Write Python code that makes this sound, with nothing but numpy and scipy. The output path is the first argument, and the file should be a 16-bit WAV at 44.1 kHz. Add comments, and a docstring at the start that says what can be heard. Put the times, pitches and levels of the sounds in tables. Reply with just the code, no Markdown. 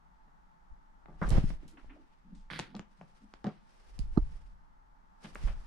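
"""A cat's paws and a teasing hand thud on a woven rug laid over a wooden table, ringing the padded wood.
Claws rake the weave and pluck its threads, the rug drags on the wood, and fur and a sleeve rustle.
Heard from close by on the stereo microphones of a hand-held camera, which is bumped, rubbed and
rumbles as the hand darts in and out. Behind it all lies a quiet furnished room with a faint hiss."""
import sys
import numpy as np
from scipy import signal
from scipy.fft import rfft, irfft
from scipy.io import wavfile
from scipy.ndimage import uniform_filter1d

SR = 44100
rng = np.random.default_rng(int(sys.argv[2]) if len(sys.argv) > 2 else 0)


def bounce(signal):
    """Save signal as a 16-bit WAV file at the path given by the first command-line argument."""
    frames = np.transpose(np.atleast_2d(signal))
    limited = np.clip(frames, -1, 1)
    pcm = np.round(limited * 32767).astype(np.int16)
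    wavfile.write(sys.argv[1], SR, pcm)


N = 249826

# landings on the rug, close to the camera: t/s, level/dB, hardness/(dB per octave), ring length factor
LANDINGS = [(0.28, -67.5, 5, 0.25), (1.083, -53, 3.5, 1.55), (1.2155, -31.5, 0, 0.36),
            (1.227, -38.5, 6, 0.93), (1.276, -39, -4.5, 0.69), (1.318, -38.5, -2, 2.26),
            (1.37, -34, -1.5, 0.51), (1.503, -45, 1, 0.43), (1.649, -55.5, -7, 0.97), (2.512, -49, -3, 2.4),
            (2.597, -41, -5.5, 0.56), (2.745, -43, 2.5, 0.59), (2.794, -46.5, 1.5, 0.33),
            (3.01, -62, 8, 0.76), (3.444, -37.5, 3, 0.66), (3.459, -37, 1.5, 0.57), (3.469, -36, 3.5, 0.51),
            (5.244, -47.5, 1.5, 1.74), (5.354, -50.5, 8, 0.32)]
# main modes of the table under the rug: f/Hz, relative level/dB, t60/s
TABLE_MODES = [(108, -7.5, 0.088), (158.2, 8.5, 0.22), (207.7, 7.5, 0.24), (312, -3, 0.21),
               (543, -14.5, 0.18), (613, -16.5, 0.25), (738, -11, 0.28), (848, -7, 0.094),
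               (1177, -13.5, 0.23), (1525, -27, 0.24), (1715, -32, 0.33)]
# spectrum of its dense remaining modes: f/Hz, relative level/dB
WOOD_SPECTRUM = [(60, -25), (130, 1), (300, -5), (470, -15.5), (750, -18.5), (1600, -33.5), (2500, -48.5),
                 (6000, -66), (16000, -100)]
def paw_thuds():
    """Each paw or finger rings the table through the rug; harder blows reach its higher modes."""
    out, t = np.zeros((2, N)), np.arange(SR // 3) / SR
    for s, db, hardness, ring in LANDINGS:
        modes = 0
        for k, (hz, level, t60) in enumerate(TABLE_MODES):
            lag_s = rng.uniform(-0.00019, 0.00065, (2, 1))  # each microphone hears it at its own time
            decay = amp(level + hardness * np.log2(hz / 200) - 60 * t / (t60 * ring))
            modes += (-1) ** k * decay * np.sin(2 * np.pi * hz * (t + lag_s))
        tilted = [(hz, level + hardness * np.log2(hz / 200)) for hz, level in WOOD_SPECTRUM]
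        dense = colour(mic_noise(len(t), alike=0.96), tilted) * amp(-60 * t / (0.26 * ring))
        blow = (unit(modes) + amp(-2.5) * unit(dense)) * (1 - np.exp(-t / 0.00037))
        add(out, s, amp(db) * unit_onset(blow, samples=880))
    return out


# thread snaps and nail taps on the rug: t/s, level/dB, low edge/Hz, high edge/Hz, left minus right/dB
SNAPS = [(1.0584, -54, 151, 2450, 5.5), (1.2898, -52.5, 7000, 10600, 2), (1.295, -51.5, 7000, 11000, 7),
         (1.305, -50, 3330, 10900, -12), (1.504, -48, 202, 3000, -4), (1.845, -59, 188, 1240, 4.5),
         (2.5018, -47, 1198, 2430, -10), (2.515, -45.5, 1360, 3140, -2), (2.5342, -46, 1410, 3800, -7),
         (2.5916, -38, 380, 8000, 1), (2.597, -37, 400, 6000, 0), (2.7516, -55, 3180, 4660, -2),
         (2.766, -56.5, 900, 9800, 3), (2.7944, -47, 480, 6070, 3.5), (3.0128, -51, 590, 2200, 1.5),
         (3.3386, -50.5, 328, 5500, -1.5), (3.4433, -49, 380, 7100, -1), (3.4677, -53, 700, 6050, -1),
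         (3.991, -54, 4000, 9940, -11), (5.349, -59, 8050, 11000, -3.5), (5.3561, -44.5, 700, 2350, 1)]
def claw_snaps():
    """A thread slips off a claw: one snap and a brief spray of fibre noise."""
    out, t = np.zeros((2, N)), np.arange(SR // 50) / SR
    for s, db, low_hz, high_hz, pan_db in SNAPS:
        snap = 0.16 * mic_noise(len(t), alike=0.3) * np.exp(-t / 0.0012)
        snap[[0, 1], [0, 2]] += 1  # the click reaches the left microphone a moment earlier
        snap = unit_onset(band(snap, low_hz, high_hz, order=4), samples=350)
        add(out, s, amp(db) * pan(pan_db) * snap)
    return out


# the weave under the claws, a little to the right: f/Hz, relative level/dB
WEAVE_SPECTRUM = [(200, -1.5), (500, -7), (950, -11), (1450, 2.5), (2100, 1), (2800, -7.5), (3300, -2.5),
                  (4600, -8.5), (7000, -28.5), (9700, -25), (15000, -47)]
def claw_rake(start_s=2.499, hold_s=0.076, bite_s=0.0049, t60_s=0.31, build_db_per_s=19, skips_per_s=240):
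    """Claws bite, tear across the weave, skipping from thread to thread, and let go."""
    t = np.maximum(np.arange(N) / SR - start_s, 0)
    bite = 1 - np.exp(-t / bite_s)
    pull = bite * amp(build_db_per_s * t - 60 * np.maximum(t - hold_s, 0) / t60_s)
    skips = np.cumsum(rng.exponential(SR / skips_per_s, N // 40))
    catches = np.bincount(skips[skips < N].astype(int), minlength=N)
    grit = 1 + 1.6 * signal.lfilter([1], [1, -np.exp(-1 / (0.0008 * SR))], catches)
    return amp(-47.5) * colour(mic_noise(N, alike=0.75) * grit, WEAVE_SPECTRUM) * pull * pan(-3)


# short brushes over the weave, close up: t/s, level/dB, t60/s, low edge/Hz, high edge/Hz
BRUSHES = [(1.215, -34, 0.16, 1090, 1590), (1.365, -47.5, 0.098, 1500, 3520),
           (1.678, -63, 0.2, 3530, 11800), (1.769, -54, 0.13, 920, 2800), (1.894, -57, 0.22, 1000, 2900),
           (2.349, -70.5, 0.41, 2980, 8800), (2.756, -60, 0.16, 944, 5450), (3.455, -62, 0.57, 1000, 5100),
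           (5.241, -48.5, 0.13, 835, 3980), (5.466, -47, 0.21, 400, 3130)]
def paw_scuffs(rise_cycles=4.1):
    """A paw or finger brushes the rug and comes to rest."""
    out, t = np.zeros((2, N)), np.arange(SR // 2) / SR
    for s, db, t60, low_hz, high_hz in BRUSHES:
        rise_s = rise_cycles / low_hz  # duller strokes start more softly
        stroke = np.minimum(t / rise_s, 1) * amp(-60 * np.maximum(t - rise_s, 0) / t60)
        friction = band(fibres(len(t), grain_db=2.5, alike=0.39), low_hz, high_hz)
        add(out, s, amp(db) * stroke * unit(friction))
    return out


# the rug shifting on the tabletop, centred: t/s, hold/s, level/dB, resonance f/Hz
DRAGS = [(1.634, 0.016, -56, 284), (1.734, 0.067, -59, 281), (1.91, 0.098, -58.5, 282),
         (1.967, 0.0059, -63.5, 613), (2.254, 0.14, -64, 206), (2.324, 0.016, -50, 202),
         (2.705, 0.026, -59.5, 225), (2.751, 0.013, -46, 202.3), (3.016, 0.021, -53.5, 172),
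         (3.228, 0.023, -60, 232)]
def rug_drags(relative_width=0.3):
    """The leaning cat drags the rug over the wood, which answers with a hollow, narrow-band murmur."""
    out = np.zeros((2, N))
    for s, hold_s, db, hz in DRAGS:
        edges_hz = [hz * (1 - relative_width / 2), hz * (1 + relative_width / 2)]
        wood = signal.butter(2, edges_hz, "band", fs=SR, output="sos")
        murmur = unit(signal.sosfilt(wood, mic_noise(N, alike=0.98)))
        out += amp(db) * swell(s, hold_s, rise_s=0.08, t60_s=0.12) * murmur
    return out


# movements near the camera: full speed t/s, hold/s, rise/s, t60/s, relative body/dB, relative sheen/dB
MOVEMENTS = [(1.333, 0.053, 0.33, 0.28, -41, -59), (1.45, 0.055, 0.77, 0.26, -54, -66.5),
             (1.63, 0.022, .3, 4.4, -65.5, -86), (2.908, 0.61, .4, 1.2, -71, -84.5),
             (3.728, 0.6, 0.57, 0.93, -64.5, -77), (5.24, 0.05, 0.14, 0.18, -54, -64.5),
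             (5.429, 0.082, 0.49, 0.22, -50.5, -64.5), (5.574, 0.088, 0.33, 0.45, -61.5, -74)]
# soft body of the rustle: f/Hz, relative level/dB
BODY_SPECTRUM = [(150, -2.5), (400, 9), (900, 3.5), (1800, 3.5), (3000, -1), (5000, -9), (7000, -14),
                 (14000, -29.5)]
# fine hiss of its fibres: f/Hz, relative level/dB
SHEEN_SPECTRUM = [(2500, -4), (5200, 10.5), (7000, 1), (9500, 3), (12000, -13), (15500, -38)]
def cloth_rustle():
    """Fur, sleeve and rug slide: a soft body and a fine hiss, wavering with the pressure."""
    moves = [(swell(*shape), body_db, sheen_db) for *shape, body_db, sheen_db in MOVEMENTS]
    body_gain = np.max([amp(db) * move for move, db, _ in moves], axis=0)
    sheen_gain = np.max([amp(db) * move for move, _, db in moves], axis=0)
    body = colour(fibres(N, grain_db=-1.0, alike=0.016), BODY_SPECTRUM) * body_gain
    sheen = colour(fibres(N, grain_db=2.0, alike=0.088), SHEEN_SPECTRUM) * sheen_gain
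    pressure = waver(N, depth_db=2.15, samples=1300)
    return (amp(-5.0) * body + amp(0.5) * sheen) * pressure * pan(0.1)


# bumps on the camera body: t/s, thump level/dB, thump f/Hz, sway level/dB, left minus right/dB
BUMPS = [(1.309, -19.5, 84, -29, -12.5), (1.365, -34, 98, -21.5, -4), (1.376, -17, 112.4, -36, -15.5),
         (1.436, -19, 139, -29.5, 8), (3.989, -30.5, 128, -25.5, -9), (4.174, -9, 191.8, -21, -4.5),
         (4.205, -44.5, 140, -22.5, 3), (5.433, -33.5, 108, -27, -12)]
# modes of its case: f/Hz, relative level/dB, t60/s, phase between the microphones/rad
CASE_MODES = [(296.5, -14.5, 0.044, 0.86), (645, -15, 0.011, 1.3), (1223, -21, 0.015, 4.55),
              (4190, -38.5, 0.011, .2)]
# its loose parts: f/Hz, relative level/dB
CLATTER_SPECTRUM = [(150, -8), (450, 6), (1400, -6), (1900, -31), (5000, -26.5), (15000, -59)]
def camera_jolts(full_ring_db=-9, ring_db_per_db=2.27, clatter_t60_s=0.054):
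    """Each jolt thumps the camera and sways it in the hand; only a hard one rings its case."""
    out, t = np.zeros((2, N)), np.arange(-SR // 8, SR // 4) / SR
    age = np.maximum(t, 0)
    modes = sum(amp(db - 60 * age / t60) * mic_sine(hz * age, spread_rad)
                for hz, db, t60, spread_rad in CASE_MODES)
    rattle = colour(mic_noise(len(t), alike=0.61), CLATTER_SPECTRUM)
    clatter = amp(-33 - 60 * age / clatter_t60_s) * rattle
    ring = (modes + clatter) * (1 - np.exp(-age / 0.0017))
    for s, db, hz, sway_db, pan_db in BUMPS:
        thump = amp(db) * swing(t, hz, cycles=0.51, spread_rad=0.29)
        sway = amp(sway_db) * swing(t, hz=37.6, cycles=0.57, spread_rad=0.69)
        ring_gain = amp(ring_db_per_db * (db - full_ring_db))
        add(out, s + t[0], pan(pan_db) * (thump + sway + ring_gain * ring))
    return out


# finger strokes on the camera case: t/s, hold/s, level/dB
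FINGER_STROKES = [(1.305, 0.056, -44.5), (1.374, 0.0056, -33.5), (3.991, 0.00081, -53),
                  (4.172, 0.0046, -46.5)]
def finger_rubs():
    """A finger drags over the camera case beside the right microphone."""
    press = sum(amp(db) * swell(s, hold_s, rise_s=0.04, t60_s=0.049) for s, hold_s, db in FINGER_STROKES)
    skin = band(fibres(N, grain_db=3.0, alike=0.19), low_hz=248, high_hz=1047, order=3)
    return unit(skin) * press * pan(-8)


# shifts of the hand holding the camera: t/s, level/dB, t60/s
GRIP_SHIFTS = [(0.717, -43.5, 0.21), (1.351, -20.5, 0.62), (1.87, -43, 0.31), (2.38, -51, 1),
               (4.05, -34.5, 0.73), (4.251, -34.5, 1), (5.479, -28.5, 0.55)]
# rumble carried through the body to the microphones: f/Hz, relative level/dB
RUMBLE_SPECTRUM = [(12, -1.5), (25, 6), (50, -1.5), (80, -23.5), (130, -23), (250, -34), (1500, -101.5)]
def grip_rumble(tremor_db=-62.5):
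    """The camera rumbles in the grip: a steady tremor, and a swell with each shift."""
    motion = amp(tremor_db) * np.ones(N)
    for s, db, t60 in GRIP_SHIFTS:
        motion = np.hypot(motion, amp(db) * swell(s, hold_s=0, rise_s=0.63 * t60, t60_s=t60))
    roughness = (motion / motion.max()) ** 0.81  # only rough handling shakes the case
    thudding = amp(-10.0) * roughness * unit(band(mic_noise(N, alike=0.5), low_hz=52, high_hz=170))
    return (colour(mic_noise(N, alike=0.49), RUMBLE_SPECTRUM) + thudding) * motion


# decay of the room around the table: f/Hz, t60/s
ROOM_DECAY = [(100, 0.72), (500, 0.23), (3000, 0.25), (8000, 0.15), (15000, 0.22)]
def room_echo(x):
    """A short furnished-room tail, dying sooner in the treble."""
    hz, t, spectrum = signal.stft(rng.standard_normal((2, SR // 2)), SR, nperseg=256)
    decay = amp(-60 * t / curve(ROOM_DECAY, hz)[:, None])
    _, tail = signal.istft(spectrum * decay, SR, nperseg=256)
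    tail *= 1 - np.exp(-np.arange(tail.shape[1]) / SR / 0.0031)
    return signal.fftconvolve(x, tail / np.linalg.norm(tail[0]), axes=1)[:, :N]


# room tone at the camera: f/Hz, relative level/dB
TONE_SPECTRUM = [(60, -22.5), (110, -15), (180, -2), (330, -16.5), (480, -23.5), (800, -11.5), (877, -2),
                 (960, -12), (1350, -13.5), (2000, -22), (2400, -29.5), (6000, -36), (15000, -52)]
# its stereo width: f/Hz, side minus mid/dB
TONE_WIDTH = [(100, -11.5), (400, 6.5), (1300, 3.5), (4000, -1.5)]
# its level, easing and returning: t/s, level/dB
TONE_LEVEL = [(1.1, -65.5), (2.1, -69), (4.502, -67), (5.0, -66), (5.6, -61.5)]
def room_tone():
    """Faint hiss of the house, arriving from all around."""
    mid, side = colour(rng.standard_normal((2, N)), TONE_SPECTRUM)
    side = equalise(side, TONE_WIDTH)
    level_db = np.interp(np.arange(N) / SR, *np.transpose(TONE_LEVEL))
    return amp(level_db) * unit(np.array([mid + side, mid - side])) * pan(1.0)


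def amp(db):
    return 10 ** (np.asarray(db) / 20)


def unit(x):
    return x / np.sqrt(np.mean(x ** 2) + 1e-20)


def unit_onset(x, samples):
    """Scales a hit to rms 1 over its first samples."""
    return x / np.sqrt(np.mean(x[:, :samples] ** 2))


def pan(left_minus_right_db):
    return amp([[left_minus_right_db / 2], [-left_minus_right_db / 2]])


def add(mix, s, sound):
    part = mix[:, max(round(s * SR), 0):][:, :sound.shape[-1]]
    part += sound[..., :part.shape[1]]


def curve(points, hz):
    """A table joined by straight lines over log frequency."""
    f, value = np.transpose(points)
    return np.interp(np.log(hz + 1), np.log(f + 1), value)


def equalise(x, points):
    hz = np.fft.rfftfreq(x.shape[-1], 1 / SR)
    return irfft(rfft(x) * amp(curve(points, hz)), x.shape[-1])


def colour(x, points):
    return unit(equalise(x, points))


def band(x, low_hz, high_hz, order=6):
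    """Causal band: soft below, steep above, falling gently in between."""
    low_hz, high_hz = np.clip([low_hz, high_hz], 20, SR / 2.2)
    x = signal.sosfilt(signal.butter(2, low_hz, "high", fs=SR, output="sos"), x)
    x = 0.08 * x + signal.sosfilt(signal.butter(1, low_hz, fs=SR, output="sos"), x)
    return signal.sosfilt(signal.butter(order, high_hz, fs=SR, output="sos"), x)


def mic_noise(size, alike):
    """White noise, partly alike at the two microphones."""
    common = rng.standard_normal(size)
    return np.sqrt(alike) * common + np.sqrt(1 - alike) * rng.standard_normal((2, size))


def mic_sine(turns, spread_rad):
    """A vibration, out of step at the two microphones."""
    return np.sin(2 * np.pi * turns + spread_rad * np.array([[0.5], [-0.5]]))


def waver(size, depth_db, samples):
    """A random gain, smoothed over some samples."""
    return amp(depth_db * unit(uniform_filter1d(rng.standard_normal(size), samples)))


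def fibres(size, grain_db, alike):
    """Friction noise: threads catch and let go in clumps of about a millisecond."""
    return mic_noise(size, alike) * waver(size, grain_db, samples=60)


def swell(s, hold_s, rise_s, t60_s):
    """Gain of one movement: builds by 60 dB over the rise, holds from s, then dies away."""
    t = np.arange(N) / SR - s
    return amp(-60 * (np.maximum(-t, 0) / rise_s + np.maximum(t - hold_s, 0) / t60_s))


def swing(t, hz, cycles, spread_rad, lag_cycles=0.79):
    """One way, back, and dying out; strongest about lag_cycles after the jolt."""
    turns = hz * t - lag_cycles
    age = np.clip(turns / cycles, -20, 20)
    return 2 * mic_sine(turns, spread_rad) / (np.exp(-3 * age) + np.exp(2 * age))


def scene():
    """The play on the table echoes in the room; handling noise reaches the microphones directly."""
    thuds, snaps = paw_thuds(), claw_snaps()
    friction = paw_scuffs() + rug_drags() + claw_rake() + cloth_rustle()
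    echo = room_echo(amp(-22.5) * thuds + amp(-7.5) * snaps + amp(-12.5) * friction)
    handling = grip_rumble() + finger_rubs() + camera_jolts()
    return thuds + snaps + friction + echo + handling + room_tone()


def record(dry):
    """The camera cuts the treble above 15.6 kHz."""
    lowpass = signal.firwin(255, 15600, window=("kaiser", 9), fs=SR)
    return signal.oaconvolve(dry, lowpass[None], "same")


dry = scene()
out = record(dry)
bounce(out)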